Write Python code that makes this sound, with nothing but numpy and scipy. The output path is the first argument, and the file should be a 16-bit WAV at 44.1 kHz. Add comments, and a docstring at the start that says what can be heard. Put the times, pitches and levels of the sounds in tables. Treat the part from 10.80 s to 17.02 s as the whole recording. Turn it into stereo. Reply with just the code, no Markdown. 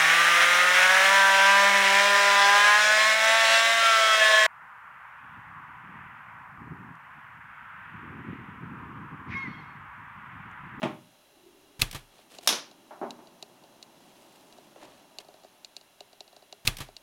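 """Tools set down on a table

A rolling pin, a wooden ruler and a knife land on a cutting mat on a wooden table in a small live room;
each blow rings the table top and the tool. A key clacks twice, close, dry and centred.
A camera lens ticks as it hunts for focus, over microphone hiss, room tone and faint hand noises."""
import sys
import numpy as np
from scipy import signal
from scipy.io import wavfile
from scipy.ndimage import uniform_filter1d

SR = 44100
rng = np.random.default_rng(int(sys.argv[2]) if len(sys.argv) > 2 else 0)


def unload_audio(sound):
    """Save the sound as a 16-bit wav file, at the path given as the first command line argument."""
    columns = np.transpose(np.atleast_2d(sound))
    # keep every value between -1 and 1, then stretch to whole-number steps
    steps = np.round(np.clip(columns, -1, 1) * 32767)
    wavfile.write(sys.argv[1], SR, steps.astype(np.int16))


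N = 274302

# background spectra: f/Hz, level/dB
HISS_SPECTRUM = [(300, -5.5), (1500, -3), (2500, -4.5), (2820, 3), (3050, -4), (3330, 0.5), (3650, -6.5),
                 (3970, 1.5), (4400, -9), (6000, -7.5), (7000, -9), (7900, -13.5), (10000, -7),
                 (15500, -15)]
ROOM_TONE_SPECTRUM = [(25, -23), (70, -30.5), (125, -2.5), (200, 1.5), (390, 4), (470, -5), (570, 6.5),
                      (950, 2.5), (1300, -6), (2500, -20.5), (6000, -13.5), (15000, -42.5)]
DRONE_SPECTRUM = [(200, -20), (310, -4.5), (355, -0.5), (410, -4.5), (480, -28), (1500, -63)]
RUMBLE_SPECTRUM = [(50, -35), (130, -5), (210, 2.5), (350, 2.5), (480, -8.5), (2000, -59.5)]

# blows on the table: t/s, level/dB, low-pass f/Hz (hardness), high-pass f/Hz (lightness)
PIN_BLOWS = [(.0195, -34.5, 3040, 120), (.0308, -25.5, 6100, 149), (.0352, -22.5, 710, 60),
             (.0565, -23, 600, 60)]
RULER_BLOWS = [(1.6744, -15.5, 16000, 696), (1.6761, -20, 11000, 720), (1.691, -21, 5630, 130),
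               (1.7055, -32.5, 9040, 200), (1.7265, -27, 6900, 150)]
KNIFE_BLOWS = [(2.1085, -39, 1180, 800), (2.135, -48, 1250, 1000), (2.2147, -27, 1150, 100),
               (2.232, -31, 1350, 100), (2.39, -45, 1500, 150)]
HAND_BLOWS = [(3.9595, -45.5, 880, 302), (4.0272, -42.5, 1215, 60), (4.076, -52, 1000, 150)]
# blow spectra: f/Hz, level/dB
PIN_SPECTRUM = [(40, -43), (80, -23), (140, -5.5), (250, -5), (350, -4), (460, -14), (620, -7), (900, -2.5),
                (1600, -6), (2500, -5.5), (3400, -9), (4300, -21), (9000, -23), (15000, -25)]
RULER_SPECTRUM = [(50, -60), (120, -17), (250, -6), (480, -4), (750, -5.5), (1500, -7), (2100, -10),
                  (3300, -4), (4600, -5.5), (5800, -1), (8000, -15.5), (10000, -6), (12500, -13),
                  (16000, -18)]
KNIFE_SPECTRUM = [(50, -54), (120, -19), (220, -3), (400, 0.5), (480, -11.5), (600, -1.5), (900, -2),
                  (1300, -10), (2000, -15), (4000, -21), (12000, -22)]
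# modes of table top, pin barrel, ruler, knife handle: f/Hz, relative peak/dB, t60/s
TABLE_MODES = [(152.6, 9, 0.43), (239, 12, 0.46), (272, 6, 0.2), (317.5, 16.5, 0.32), (385, 11, 0.34),
               (568, 10.5, 0.093), (608, 13, 0.34), (676, 10, 0.47), (800, -9, 0.35), (875, -10, 0.27),
               (910, 12, 0.25), (1074, 6, 0.31), (1368, 16.5, .25)]
PIN_MODES = [(165, 3, 0.22), (218.4, 13, 0.19), (250, 18.5, 0.18), (633.6, 22, 0.24)]
RULER_MODES = [(2880, 7.8, 0.2), (3350, 20.5, 0.067), (3680, 26, 0.044), (4550, 12, 0.138), (5260, 5, 0.15),
               (5550, 16, 0.11), (5300, 17, 0.13), (6400, 15, 0.3), (6620, 7, 0.212), (6900, 13, .22)]
KNIFE_MODES = [(220, 9, 0.28), (241, 13, 0.69), (410, 15.5, 0.28), (810, 8.6, 0.18), (875, 6.4, 0.36)]
# room decay: f/Hz, t60/s
ROOM_T60 = [(100, 0.65), (300, 0.33), (1000, 0.36), (3000, 0.33), (6000, 0.29), (10000, 0.23),
            (16000, 0.16)]

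# first touch of each key stroke: t/s
KEY_PRESSES = [.993, 5.8498]
# key contacts, bottoming out to release: t/s after touch, snap level/dB, rattle level/dB
KEY_CONTACTS = [(0.0214, -29.5, -52), (0.025, -25, -27.5), (0.1188, -41, -52), (.135, -44.5, -43.5),
                (.153, -48, -35.5), (.168, -50, -45.5)]
# the key's sharp snap and hollow rattle: f/Hz, level/dB
SNAP_SPECTRUM = [(60, -20.5), (400, -9.5), (1200, -18), (1900, -5.5), (2700, -5.5), (4200, -6),
                 (6000, -7.5), (9500, -10.5), (12000, -10.5), (15500, -16)]
RATTLE_SPECTRUM = [(60, 3), (300, -2), (600, -4.5), (1050, -2), (1500, -3.5), (2150, -3), (3300, -5),
                   (5000, -10), (8000, -15), (11000, -14), (15500, -25)]
# modes of the key cap and the desk below: f/Hz, level/dB, t60/s
CAP_MODES = [(2640, 3.5, 0.0075), (2640, -27, 0.023), (3370, -28, 0.14), (3600, 3, 0.0056),
             (3940, 6, 0.0046), (5000, -1.5, 0.0086), (7360, 3, 0.0021), (9000, 0, 0.0035),
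             (11900, -4, .004)]
DESK_MODES = [(31.9, -13.5, 0.46), (113.8, -16, 0.32), (135.3, -4.5, 0.11)]

# hands and tools brushing the mat: t/s, relative level/dB, length/s, low-pass f/Hz
BRUSHES = [(1.31, -58, 0.14, 5000), (1.498, -52, 0.1, 9200), (1.607, -46.5, 0.2, 12200),
           (3.093, -63, 0.92, 11900), (3.944, -56, 0.31, 3000), (4.003, -56, 0.066, 4200),
           (4.4, -48, 0.019, 5000), (4.447, -68, 0.34, 5500)]
# spectrum of brushes and hand bumps: f/Hz, level/dB
HAND_SPECTRUM = [(60, -10), (250, -1), (700, 4.5), (1500, -5.5), (3200, 0), (6000, -6), (10000, -6),
                 (16000, -11.5)]

# clear focus steps: t/s, nominal tick level/dB, clunk level/dB
FOCUS_STEPS = [(1.3886, -56, -51), (1.586, -44, -42.5), (1.913, -51.5, -52), (2.3068, -40.5, -61),
               (2.4719, -52, -51.5), (2.6263, -39.5, -42.5), (2.8379, -54, -51), (3.0275, -44, -56),
               (3.7257, -51, -60), (3.7832, -53.5, -44.5), (4.3858, -37.5, -44.5), (4.4857, -54, -45),
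               (4.6459, -53, -44.5), (4.8471, -41, -60), (4.9664, -39.5, -51), (5.012, -51.5, -56.5),
               (5.2064, -44.5, -42), (5.3303, -52, -52), (5.4063, -42, -44), (5.4787, -52, -57),
               (5.5651, -49.5, -48.5), (5.7263, -43, -44), (6.0866, -53.5, -44), (6.1666, -42, -56.5)]
# spells of faint focus nudges: start t/s, end t/s
FOCUS_HUNTS = [(4.447, 4.72), (5.526, 5.65)]
# camera shell spectrum: f/Hz, level/dB
SHELL_SPECTRUM = [(300, -32), (1500, -39), (2200, -4), (2800, 7.5), (3300, -13), (4300, 9), (5200, 0),
                  (7200, -15), (8500, -4), (12000, -21), (16000, -23)]
# modes of focus drive and lens group: f/Hz, level/dB, t60/s
DRIVE_MODES = [(2894, -7, 0.012), (3990, -1, 0.0089), (4404, 5.5, 0.0047), (5480, -5, 0.009),
               (6250, -6, 0.0072), (6920, -5.5, 0.0086), (11000, -6, 0.0022)]
LENS_MODES = [(412.6, 2.7, 0.12), (633, 13, 0.03), (718, 12, 0.034)]


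def amp(db):
    """Decibels to gain."""
    return 10 ** (np.asarray(db) / 20)


def lookup(table, hz):
    """Interpolate over log frequency."""
    table_hz, values = np.transpose(table)
    return np.interp(np.log(hz + 1), np.log(table_hz), values)


def clock(length_s):
    """Sample times."""
    return np.arange(int(length_s * SR)) / SR


def decay(t, t60_s):
    """Fall of 60 dB per t60_s."""
    return np.exp(-np.log(1000) * t / np.maximum(t60_s, 1e-4))


def at_level(x, db):
    """Scale to the energy of 10 ms at this level."""
    energy = np.mean(np.sum(x ** 2, -1))
    return x * amp(db) / np.sqrt(energy / (.01 * SR))


def add(mix, start_s, sound):
    """Mix in place."""
    part = mix[:, max(round(start_s * SR), 0):][:, :sound.shape[-1]]
    part += sound[..., :part.shape[1]]


def butter(x, order, hz, kind):
    """Causal Butterworth filter."""
    return signal.lfilter(*signal.butter(order, hz, kind, fs=SR), x)


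def coloured(x, spectrum, size=4096):
    """Minimum-phase filter; attacks stay sharp."""
    hz = abs(np.fft.fftfreq(size, 1 / SR))
    log_gain = np.log(amp(lookup(spectrum, hz)))
    response = np.exp(np.conj(signal.hilbert(log_gain)))
    taps = np.fft.ifft(response).real[:size // 2]
    return signal.fftconvolve(np.atleast_2d(x), taps[None], axes=1)[:, :x.shape[-1]]


def stereo(x, coherence):
    """Blend two independent signals into left and right."""
    side = np.sqrt((1 - coherence) / 2)
    mid = np.sqrt(1 - side ** 2)
    return np.array([mid * x[0] + side * x[1], mid * x[0] - side * x[1]])


def noise(spectrum, coherence):
    """Steady stereo noise, rms 1."""
    x = coloured(stereo(rng.standard_normal((2, N)), coherence), spectrum)
    return x / x.std()


def scatter(t):
    """Two trains of random taps, flat spectrum."""
    shape = (2, len(t))
    return rng.choice([-1., 1.], shape) * (rng.random(shape) < .25)


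def ringing(modes, t):
    """Decaying sines of a struck part."""
    return sum(amp(db) * decay(t, t60_s) * np.sin(2 * np.pi * hz * t) for hz, db, t60_s in modes)


def swell(start_s, end_s, db, rise_s, fall_s):
    """Gain that rises, holds and falls."""
    t = np.arange(N) / SR
    return amp(db) * np.clip(np.minimum((t - start_s) / rise_s, (end_s - t) / fall_s), 0, 1)


def background(hiss_db=-60.5, tone_db=-63.5):
    """Microphone hiss, a brief low drone, and room tone that swells once with a soft rumble."""
    tone_gain = np.hypot(amp(tone_db), swell(1.57, 5, db=-59, rise_s=0.7, fall_s=0.55))
    tone = tone_gain * noise(ROOM_TONE_SPECTRUM, coherence=0.19)
    drone = swell(.5, 1.1, db=-60.5, rise_s=0.12, fall_s=0.2) * noise(DRONE_SPECTRUM, coherence=0.93)
    rumble = swell(.9, 4.5, db=-64.5, rise_s=0.8, fall_s=0.5) * noise(RUMBLE_SPECTRUM, coherence=1)
    hiss = amp(hiss_db) * noise(HISS_SPECTRUM, coherence=0.065)
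    return hiss + tone + drone + rumble


def room(t, wet_db, build_s=0.0067):
    """Room response: builds up, then the treble dies first."""
    hz, frame_s, bands = signal.stft(scatter(t), SR, nperseg=256)
    coherence = lookup([(350, 1.0), (700, 0.77)], hz)  # mono bass, wider treble
    bands = stereo(bands, coherence[:, None]) * decay(frame_s, lookup(ROOM_T60, hz)[:, None])
    tail = signal.istft(bands, SR, nperseg=256)[1][:, :len(t)]
    tail *= 1 - np.exp(-t / build_s)
    return amp(wet_db) * tail / np.linalg.norm(tail[0])


def table_blows(blows, spectrum, modes, ring_db, clatter_db, clatter_t60_s, wet_db, left_db,
                coherence=0.99):
    """Crack, clatter, modes and room per blow; soft contacts lose treble, light ones bass."""
    out, t = np.zeros((2, N)), clock(.7)
    ring = np.zeros_like(t)
    for hz, db, t60_s in modes:
        gain = amp(db + ring_db) * 2 * np.log(1000) / (t60_s * SR)  # spectral peak to amplitude
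        ring += gain * decay(t, t60_s) * np.cos(2 * np.pi * hz * t)
    pan = amp([[left_db / 2], [-left_db / 2]])
    for start_s, db, lowpass_hz, highpass_hz in blows:
        clatter = stereo(scatter(t), coherence) * decay(t, clatter_t60_s)
        crack = (t == 0) + amp(clatter_db) * clatter / np.linalg.norm(clatter[0])
        blow = coloured(pan * crack + ring + room(t, wet_db), spectrum)
        blow = butter(blow, 2, lowpass_hz, "low")
        blow = butter(blow, 2, highpass_hz, "high")
        add(out, start_s, at_level(blow, db))
    return out


def rolling_pin():
    """The pin thuds down; barrel and table ring."""
    return table_blows(PIN_BLOWS, PIN_SPECTRUM, TABLE_MODES + PIN_MODES,
                       ring_db=4, clatter_db=5.5, clatter_t60_s=0.11, wet_db=3, left_db=1)


def chatter(t, spectrum, rise_s, t60_s, db):
    """Dense burst of tiny contacts."""
    burst = scatter(t)[0] * decay(t, t60_s) * (1 - np.exp(-t / rise_s))
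    return at_level(coloured(burst, spectrum), db)


def key(bottom_out_s=.0255, rattle_rise_s=0.0025):
    """The key scrapes down; contacts snap, rattle the case and thump the desk; the cap rings."""
    stroke, t = np.zeros((1, SR // 2)), clock(.3)
    thump = -ringing(DESK_MODES, t)
    scrape = sum(chatter(t, spectrum, rise_s=0.011, t60_s=0.061, db=0)
                 for spectrum in (SNAP_SPECTRUM, RATTLE_SPECTRUM))
    add(stroke, 0, at_level(scrape, -38) + at_level(thump, -41))
    for start_s, snap_db, rattle_db in KEY_CONTACTS:
        snap = chatter(t, SNAP_SPECTRUM, rise_s=0.00032, t60_s=0.03, db=snap_db)
        rattle = chatter(t, RATTLE_SPECTRUM, rattle_rise_s, t60_s=0.068, db=rattle_db)
        case = chatter(t, RATTLE_SPECTRUM, rattle_rise_s, t60_s=0.26, db=rattle_db - 5)
        add(stroke, start_s, snap + rattle + case)
        add(stroke, start_s + rattle_rise_s, at_level(thump, rattle_db - 1))
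    cap = ringing(CAP_MODES, t) * (1 - np.exp(-t / 0.00042))
    cap = butter(cap, 3, 2000, "high")  # the cap's ring stays above 2 kHz
    add(stroke, bottom_out_s, at_level(cap, -20))
    out = np.zeros((2, N))
    for start_s in KEY_PRESSES:
        add(out, start_s, stroke)
    return out


def brushing(grain_db=3):
    """Grainy swishes of skin and wood on the mat."""
    out = np.zeros((2, N))
    grain = uniform_filter1d(rng.standard_normal(N), size=130)
    rub = amp(grain_db * grain / grain.std()) * noise(HAND_SPECTRUM, coherence=0.66)
    for start_s, db, length_s, lowpass_hz in BRUSHES:
        t = clock(length_s)
        swish = butter(rub[:, round(start_s * SR):][:, :len(t)], 1, lowpass_hz, "low")
        add(out, start_s, amp(db) * np.sin(np.pi * t / length_s) ** .5 * swish)
    return out


def focus_nudges(gap_s=0.093, jitter_s=.005, tick_db=-55, clunk_db=-52, spread_db=1):
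    """Faint, loosely paced steps during each hunt; rows as in FOCUS_STEPS."""
    return [rng.normal((step_s, tick_db, clunk_db), (jitter_s, spread_db, spread_db))
            for start_s, end_s in FOCUS_HUNTS for step_s in np.arange(start_s, end_s, gap_s)]


def lens(bounce_db=-12, lag_s=0.0028, firm_db=-44, softening=0.58):
    """The drive ticks, shakes the shell and bounces; the lens group stops with a clunk."""
    out, t = np.zeros((2, N)), clock(.08)
    tick_pan, clunk_pan = amp([[0], [-4]]), amp([[0], [-11]])  # louder at the left port
    clunk = butter(ringing(LENS_MODES, t), 3, 300, "high")
    for start_s, tick_db, clunk_db in FOCUS_STEPS + focus_nudges():
        modes = [(hz, db + 2 * rng.standard_normal(), t60_s) for hz, db, t60_s in DRIVE_MODES]
        tick = ringing(modes, t) * (1 - np.exp(-t / 0.00023))
        tick = at_level(tick, softening * min(tick_db - firm_db, 0))  # gentle steps hardly tick
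        shell = at_level(coloured(scatter(t) * decay(t, t60_s=0.062), SHELL_SPECTRUM), -10)
        gain = amp(tick_db) * tick_pan
        add(out, start_s, gain * (tick + shell))
        add(out, start_s + lag_s, gain * amp(bounce_db) * tick)
        add(out, start_s + lag_s, clunk_pan * at_level(clunk, clunk_db))
    return out


def ruler():
    """The ruler slaps down and rings high over the table's modes."""
    return table_blows(RULER_BLOWS, RULER_SPECTRUM, TABLE_MODES + RULER_MODES, coherence=0.96,
                       ring_db=0, clatter_db=12, clatter_t60_s=0.021, wet_db=10, left_db=2)


def knife():
    """The knife settles in dull knocks; handle and table ring."""
    return table_blows(KNIFE_BLOWS, KNIFE_SPECTRUM, TABLE_MODES + KNIFE_MODES,
                       ring_db=7, clatter_db=12.5, clatter_t60_s=0.13, wet_db=11, left_db=-0.5)


def hand_bumps():
    """A hand softly bumps the table."""
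    return table_blows(HAND_BLOWS, HAND_SPECTRUM, TABLE_MODES,
                       ring_db=7, clatter_db=8.5, clatter_t60_s=0.036, wet_db=9.5, left_db=8)


def scene():
    """Stereo sum of all sources."""
    table = rolling_pin() + ruler() + knife() + hand_bumps()
    return table + key() + lens() + brushing() + background()


def record(dry, cutoff_hz=16200):
    """Steep band limit."""
    taps = signal.firwin(511, cutoff_hz, window=("kaiser", 9), fs=SR)
    return signal.oaconvolve(dry, taps[None], "same", axes=1)


dry = scene()
out = record(dry)
unload_audio(out)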